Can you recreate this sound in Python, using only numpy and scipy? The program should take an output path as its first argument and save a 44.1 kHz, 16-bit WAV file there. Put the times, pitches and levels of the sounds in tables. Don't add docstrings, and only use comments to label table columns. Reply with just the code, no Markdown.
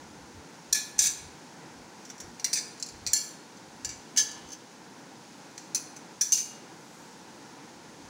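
import sys
import numpy as np
from scipy import signal
from scipy.fft import rfft, irfft
from scipy.io import wavfile
from scipy.ndimage import uniform_filter1d

SR = 44100
rng = np.random.default_rng(int(sys.argv[2]) if len(sys.argv) > 2 else 0)


def volts_from_db(level):
    exponent = np.asarray(level, float) / 20
    return 10 ** exponent


def waveform_to_disk(signal):
    frames = np.transpose(np.atleast_2d(signal))
    scaled = np.clip(frames, -1, 1) * 32767
    samples = np.round(scaled).astype(np.int16)
    wavfile.write(sys.argv[1], SR, samples)


N = 356769
TOUCH_T = np.arange(2 ** 14) / SR


def evened(x):
    return x / np.sqrt(np.mean(x ** 2) + 1e-20)


def read(points, hz):
    point_hz, value = np.transpose(points)
    return np.interp(np.log(hz + 1), np.log(point_hz + 1), value)


def coloured(x, db):
    return irfft(rfft(x) * volts_from_db(db), len(x))


def add(mix, s, sound):
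    part = mix[round(s * SR):][:len(sound)]
    part += sound[:len(part)]


def steady(spectrum, db, sway_db, band=(0, 15800)):
    size = 2 ** 19
    hz = np.fft.rfftfreq(size, 1 / SR)
    inside = (hz >= band[0]) & (hz < band[1])
    noise = coloured(rng.standard_normal(size), np.where(inside, read(spectrum, hz), -120))[:N]
    drift = uniform_filter1d(rng.standard_normal(N), size=6000)
    sway = evened(uniform_filter1d(drift, size=6000))
    return volts_from_db(db + sway_db * sway) * evened(noise)


def fan():
    # (frequency [Hz], density [dB per Hz])
    fan_spectrum = [(18, -74), (30, -44.5), (159, -3), (188, -4), (252, -2.5), (325, -2.5), (377, -8),
                    (487, -7), (653, -13.5), (742, -8.5), (908, -6), (1200, -16), (1410, -12), (2000, -17),
                    (2400, -18.5), (3120, -14), (5280, -120)]
    return steady(fan_spectrum, db=-50, sway_db=0.77, band=(0, 2400))


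def hiss():
    # (frequency [Hz], density [dB per Hz])
    hiss_spectrum = [(1410, -34), (2400, -1), (2580, -3), (3040, -5), (4020, -4), (4530, -3), (5820, -2),
                     (6490, -1.5), (7890, -9.5), (11000, -16), (13700, -31), (14900, -18), (15600, -21)]
    return steady(hiss_spectrum, db=-56, sway_db=0.35, band=(2400, 15800))


def stirred_air():
    # (time [s], peak level [dB], half length [s])
    puffs = [(.04, -61, .15), (.22, -60, .1), (.38, -52.5, 0.047), (.72, -58, .05), (.99, -53, .05),
             (1.09, -54, 0.042), (1.26, -53.5, 0.1), (1.8, -63, .12), (2.267, -48.5, 0.052),
             (2.95, -53, 0.043), (3.066, -51, .09), (3.7, -66, .1), (3.89, -48, .07), (3.98, -63, 0.051),
             (4.3, -70, 0.24), (4.46, -63, .05), (7.2, -74, 0.39), (7.8, -68, .1), (8.04, -63, .12)]
    fall_db = 17
    rumble = steady([(15, -35), (35, -21), (60, -9.5), (90, -6.0), (140, -15), (300, -58)], 0, 0.36)
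    t = np.arange(0, N / SR, .002)
    level = sum(volts_from_db(db - fall_db * (abs(t - s) / half) ** 1.7) for s, db, half in puffs)
    return rumble * np.interp(np.arange(N) / SR, t, level)


def plate_stacks():
    # (frequency [Hz], level [dB])
    tapped = [(1722, -3), (2336, -18), (2481, -9), (3353, -14), (3606, -11), (3881, -14), (4155, -4),
              (4500, -15), (5291, -14), (5485, -4)]
    tapped_top = [(5738, -8), (5889, -6), (6228, -5), (6777, -17), (6965, -9), (7154, -10), (7348, -9),
                  (7644, -13), (8855, -15), (9313, -17), (9953, -20), (11471, -25), (13124, -31),
                  (14685, -25)]
    dropped = [(1690, -18), (2244, -22), (2476, -16), (2691, -24), (3348, -15), (3569, -15), (3784, -15),
               (4053, -12), (4495, -18), (4748, -11), (5103, -13)]
    dropped_top = [(5743, -5), (5873, -1), (6212, 4), (6782, -6), (7170, -2), (7407, -6), (7520, -7),
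                   (7655, -3), (8263, -13), (8796, -14), (9318, -10), (11794, -22), (13205, -27),
                   (14739, -24)]
    gripped = [(3566, -10), (5593, 0), (5862, -1), (7171, -8), (7432, -13), (7663, -7)]
    tilted = [(1830, -10), (2067, -13), (2277, -8), (2767, -18), (3612, -13), (4048, -6), (4177, -4),
              (4317, -9), (4667, -9), (4952, -11), (5614, 0)]
    tilted_top = [(5792, 2), (5883, -2), (6002, 0), (6147, -5), (7019, -11), (7186, -14), (7611, -12),
                  (7773, -15), (8247, 1), (9318, -16), (9738, -20), (11983, -23), (13345, -27),
                  (14976, -23)]
    fanned = [(1744, -17), (2174, -9), (2379, -21), (2530, -16), (3628, -8), (4193, -9), (4705, -2),
              (4877, -4), (5114, -8), (5275, -10), (5539, -7)]
    fanned_top = [(5776, -10), (5932, 1), (6223, -1), (6772, -12), (7009, -11), (7240, -9), (7617, -9),
                  (7741, -7), (8252, -5), (8855, -13), (9366, -10), (11008, -21), (13452, -30),
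                  (14960, -23)]
    lifted = [(2481, -9), (4091, 2), (4344, -9), (4710, 2), (5356, -7)]
    lifted_top = [(5717, -10), (5986, -1), (6185, -5), (6433, -11), (6836, -3), (7159, -6), (7558, -3),
                  (9350, -14), (9506, -18), (10680, -24), (11644, -27), (12936, -37), (14723, -26)]
    pinched = [(1943, -29), (2260, -26), (2395, -9), (2487, -9), (3655, -14), (4053, -6), (4172, -9),
               (4338, 0), (4758, -3), (5259, -15), (5598, -12)]
    pinched_top = [(5738, 5), (6013, -3), (6223, -6), (7003, -11), (7337, -5), (7472, -9), (7585, -5),
                   (7681, -1), (8274, -10), (8882, -14), (9555, -24), (11444, -27), (13539, -35),
                   (15310, -18)]
    freed = [(1722, -15), (2067, -27), (2287, -25), (2815, -24), (3278, -21), (4312, -1), (4667, -13),
             (4748, -13), (5297, -15), (5490, -9), (5593, -15)]
    freed_top = [(5873, -3), (5970, -9), (6206, -5), (6788, -11), (7299, -2), (7552, -11), (7725, -20),
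                 (7929, -20), (8801, -12), (9786, -17), (9872, -14), (11444, -26), (13339, -28),
                 (15153, -24)]
    slid = [(1722, -3), (2287, -9), (2772, -16), (2885, -7), (3768, -17), (4317, -12), (4521, -10),
            (4748, 0), (4861, -9), (4974, -9), (5560, -8)]
    slid_top = [(5883, 2), (5975, 0), (6223, 1), (7132, -2), (7310, -3), (7681, -4), (8833, -23),
                (9458, -20), (11590, -29), (11929, -32), (13086, -34), (15643, -29)]
    pulled = [(1722, -7), (2228, -28), (2847, -21), (3003, -17), (3159, -20), (3343, -17), (3854, -22),
              (4640, -17), (4748, -12), (5415, -12), (5647, -17)]
    pulled_top = [(5873, -12), (6228, -1), (6352, -16), (6476, -15), (6793, -24), (7348, -14), (7552, -20),
                  (7671, -24), (8263, -24), (8866, -27), (9867, -26), (10104, -29), (13404, -43),
                  (15622, -30)]
    ticked = [(4290, 0), (6210, -4), (7600, -8), (9450, -11), (13300, -21)]
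    squared = [(2497, -25), (4182, -13), (4295, -14), (4570, -15), (4726, -14), (5227, -13), (5329, -11),
               (5566, -10)]
    squared_top = [(5813, -15), (5970, -1), (6212, 0), (6325, -17), (7299, -12), (7563, -23), (7655, -9),
                   (7859, -18), (9436, -15), (9776, -17), (9872, -20), (11670, -27), (13377, -33),
                   (15600, -20)]
    laid = [(1722, -22), (2395, -19), (2610, -33), (3499, -26), (3639, -27), (4134, -22), (4355, -16),
            (4688, -18), (5286, -20), (5480, -11)]
    laid_top = [(5797, -5), (5878, 5), (5975, 4), (6223, -3), (6793, -14), (7035, -10), (7321, -9),
                (7665, -15), (8780, -24), (9313, -21), (10438, -31), (11606, -33), (13129, -36),
                (14588, -30)]
    let_go = [(2330, -29), (2487, -26), (2643, -27), (2847, -15), (3289, -27), (3714, -26), (4333, -16),
              (4705, -16), (5130, -23), (5291, -20), (5528, -19)]
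    let_go_top = [(5803, -14), (5883, -15), (5986, -11), (6250, 4), (6793, -15), (7046, -16), (7310, -14),
                  (7558, -12), (8257, -22), (8807, -26), (9307, -20), (11617, -30), (13259, -34),
                  (14852, -30)]
    return [(tapped + tapped_top, .42, .6, .1), (dropped + dropped_top, .32, 1.6, 1.6),
            (gripped, .14, .1, 1.1), (tilted + tilted_top, .22, 3, .1),
            (fanned + fanned_top, .24, 3, 4.4), (lifted + lifted_top, .31, 3, -7),
            (pinched + pinched_top, .16, 4, -5), (freed + freed_top, .38, 3.6, 4.8),
            (slid + slid_top, .31, 3, -1), (pulled + pulled_top, .25, 5, 1.2),
            (ticked, .08, .1, -7), (squared + squared_top, .21, .6, 1.3),
            (laid + laid_top, .29, 2.5, 1.9), (let_go + let_go_top, .39, 1.5, .1)]


def voices(modes, faint_t60):
    f, db = np.transpose(modes)[:, :, None]
    radiated = np.clip(0.42 * volts_from_db(db), 0, .8)
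    ring_t60 = faint_t60 * (1 - radiated) / (1 + (f / 16000) ** 2)
    phase, apart = rng.random((2, 2, 30, 1))[:, :, :len(modes)]
    heights = volts_from_db(db - [[[0]], [[9]]])
    pitch = f * (1 + 0.011 * (apart - .5) * [[[0]], [[1]]])
    dying = volts_from_db(-60 * (TOUCH_T / (.72 * ring_t60)) ** 1.6 - 3)
    turn = np.float32(2 * np.pi * ((pitch * TOUCH_T + phase) % 1))
    level = np.float32(heights * dying / np.linalg.norm(heights))
    waves = level * (np.cos(turn) + 1j * np.sin(turn))
    return pitch.ravel(), waves.reshape(pitch.size, -1)


def touch(peak_db, bass_db, treble_db, t60, ring_db, modes, clear_db, ring):
    # (frequency [Hz], density [dB per Hz])
    crack_spectrum = [(650, -45), (1100, -30), (1620, -22.5), (2730, -24), (3760, -14.5), (4350, -3),
                      (5220, -2), (6120, 5.5), (7600, -3.5), (8420, -14.5), (10200, -14.5), (12400, -25.5),
                      (15200, -15), (15700, -20), (16700, -71)]
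    # (frequency [Hz], level [dB])
    rim_modes = [(8800, 6.5), (9500, 6), (10400, 9.5), (11600, 7.5), (13300, 6), (15000, 7)]
    t = TOUCH_T
    hz = np.fft.rfftfreq(len(t), 1 / SR)
    f, db = np.transpose(modes)[:, :, None]
    tilt_db = read([(2500, bass_db), (4000, 0), (8000, 0.012), (11000, treble_db)], hz)
    tilt_db += read(crack_spectrum, hz)
    lift_db = np.clip(db - read(crack_spectrum, f) + 13.0 + clear_db, 0, 13 + clear_db)
    humps_db = np.max(lift_db / (1 + ((hz - f) / 130) ** 2), axis=0)
    humps_db += sum(rim_db / (1 + ((hz - rim_hz) / 180) ** 2) for rim_hz, rim_db in rim_modes)
    many = evened(coloured(rng.standard_normal(len(t)), tilt_db + humps_db))
    pressed = volts_from_db(-60 * (t / max(t60, .008)) ** 1.115)
    first_tick = 0.22 * np.exp(-t / 0.00058)
    crack = 0.35 * many * (pressed + first_tick)
    shimmer = many * volts_from_db(-5 - 1.1 * clear_db - 60 * t / 0.5)
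    free_ring = (ring + shimmer) * np.cos(np.pi / 2 * t / t[-1])
    rise = 1 - np.exp(-(t / .0006) ** 2)
    return volts_from_db(peak_db) * rise * (crack + volts_from_db(ring_db) * free_ring)


def plates():
    # (time [s], peak [dB], bass [dB], crack t60 [s], ring [dB])
    blows = [(0.727, -7.5, -2, 0.038, -24), (0.991, -5.5, 5, 0.043, -14.5), (2.2024, -26, 17, 0.046, -21),
             (2.4443, -11.5, 8, 0.056, -20.5), (2.5306, -14, 8.5, 0.095, -14),
             (2.826, -14.5, 6, 0.035, -27), (3.0655, -11, 9, 0.016, -29), (3.1329, -8, -5, 0.031, -13),
             (3.8479, -14.5, 8, 0.041, -21.5), (4.1732, -10.5, 4.5, 0.042, -19),
             (5.5788, -24.5, 16, 0.028, -22), (5.748, -11.5, 7, 0.046, -30),
             (6.2112, -10, 2.5, 0.056, -10.5), (6.3219, -8, -2.5, 0.065, -9.5)]
    # (time [s], peak [dB], bass [dB], treble [dB], ring [dB])
    rebounds = [(0.7466, -20.5, 5, 5, -9), (0.7522, -24, 19, 4, -14), (1.0076, -14, 6, -5, -21),
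                (1.0195, -14.5, -2, 5, -29), (1.0385, -14, 9, 3, -32), (1.0584, -15, 10, -2, -18),
                (2.4614, -31.5, 21.5, -2, -5), (2.5574, -18.5, 11, -19, -23), (2.5727, -21, 9, -3, -25),
                (3.0716, -22.5, 12.5, -6, -8), (3.164, -24, 7, 0, -7), (3.8917, -29, 16, -7, -19.5),
                (4.1772, -8, 1.5, -1.5, -21), (4.1925, -15, 3, -8, -18), (5.755, -21.5, 10.5, 0.1, -18),
                (6.3327, -16, 1, 0, -28), (6.3744, -19.5, 9, 2, -22)]
    # (time [s], peak [dB], bass [dB])
    grazes = [(0.9835, -23, 6), (2.052, -34, 3), (2.0924, -43, 0), (2.1005, -29, 22), (2.1805, -39, 2),
              (2.3466, -45, 0), (2.3968, -27.5, 12), (2.7776, -41, -14), (2.7995, -30, -6),
              (2.8124, -43, -2), (2.8622, -29, -6), (2.8877, -30.5, 7), (3.5703, -42, -2),
              (4.1632, -21, 16), (4.315, -27.5, -6), (4.379, -40, 2), (4.4694, -44, -11), (4.4887, -38, -3),
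              (4.5046, -37, 4), (4.5196, -30, 1), (4.53, -28, 4), (5.964, -32, 15)]
    # (time [s], peak [dB], t60 [s])
    knocks = [(0.7303, -3, 0.021), (1.022, -13, 0.02), (1.0713, -8.5, 0.043), (2.5332, -10, .016),
              (2.5362, -13, .022), (3.0735, -11, 0.017), (3.1348, -7, .022), (3.893, -23, .018),
              (4.1843, -12, .018), (5.756, -14.5, 0.019), (6.2171, -11, 0.028), (6.328, -12, .018)]
    stacks = plate_stacks()

    # (time [s], peak [dB], bass [dB], treble [dB], crack t60 [s], ring [dB])
    touches = []
    for (s, db, bass, t60, ring), stack in zip(blows, stacks):
        touches.append((s, db, bass, stack[-1], t60, ring))
    for s, db, bass, treble, ring in rebounds:
        touches.append((s, db, bass, treble, 0.0083 - 0.0069 * ring, ring))
    for s, db, bass in grazes:
        touches.append((s, db, bass, -1, 0.055, -43.5 - 0.5 * db))
    for s, db, t60 in knocks:
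        touches.append((s, db, -5, 2, t60, -43))

    out = np.zeros(N)
    blows_s = np.transpose(blows)[0]
    rings = [voices(modes, faint_t60) for modes, faint_t60, _, _ in stacks]
    lead = .0008
    for s, *how in sorted(touches):
        k = np.argmin(abs(blows_s - s))
        modes, _, clear_db, _ = stacks[k]
        pitch, waves = rings[k]
        in_step = np.exp(2j * np.pi * pitch * round((s - lead) * SR) / SR).astype(waves.dtype)
        add(out, s - lead, touch(*how, modes, clear_db, (in_step @ waves).imag))
    return out


def room(x, wet_db=-12):
    # (frequency [Hz], t60 [s])
    reverberation = [(1000, 0.78), (3000, 0.96), (6000, 0.44), (10000, 0.53), (16000, 0.28)]
    # (delay [s], level [dB])
    echoes = [(.0026, -18), (.0047, -22), (.009, -24), (.014, -24)]
    taps = np.zeros(SR)
    at = np.arange(400, SR - 20, 20)
    taps[at + rng.integers(0, 20, len(at))] = rng.choice([-1., 1.], len(at))
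    hz, t, z = signal.stft(taps, SR, nperseg=256)
    decay = volts_from_db(-60 * t / read(reverberation, hz)[:, None])
    tail = signal.istft(z * decay, SR, nperseg=256)[1]
    tail *= volts_from_db(wet_db) / np.linalg.norm(tail)
    for s, db in echoes:
        tail[round(s * SR)] += volts_from_db(db)
    return x + signal.fftconvolve(x, tail)[:N]


def rustle():
    # (time [s], level [dB])
    brushing = [(6.7, -73), (6.85, -64), (7.0, -63), (7.15, -66), (7.35, -85)]
    level_db = np.interp(np.arange(N) / SR, *np.transpose(brushing), -120, -120)
    return steady([(3000, -30), (7000, 8), (10000, -3), (15000, -9)], level_db, 1.5)


def scene():
    background = fan() + hiss() + stirred_air() + rustle()
    return (room(plates()) + background)[None]


def top_cut(x):
    return signal.sosfilt(signal.butter(12, 16810, fs=SR, output="sos"), x)


def record(dry):
    power = uniform_filter1d(dry[0] ** 2, size=2000, origin=999)
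    power_db = 10 * np.log10(abs(power) + 1e-12)
    excess_db = np.maximum(power_db + 37.5, 0)
    over_db = signal.lfilter([1 / 2500], [1, 1 / 2500 - 1], excess_db)
    controlled = dry / volts_from_db(.09 * over_db)
    rounded = .6 * np.tanh(controlled / .6)
    finished = signal.oaconvolve(rounded, signal.firwin(255, 16750, fs=SR)[None], "same")
    return top_cut(finished)


dry = scene()
out = record(dry)
waveform_to_disk(out)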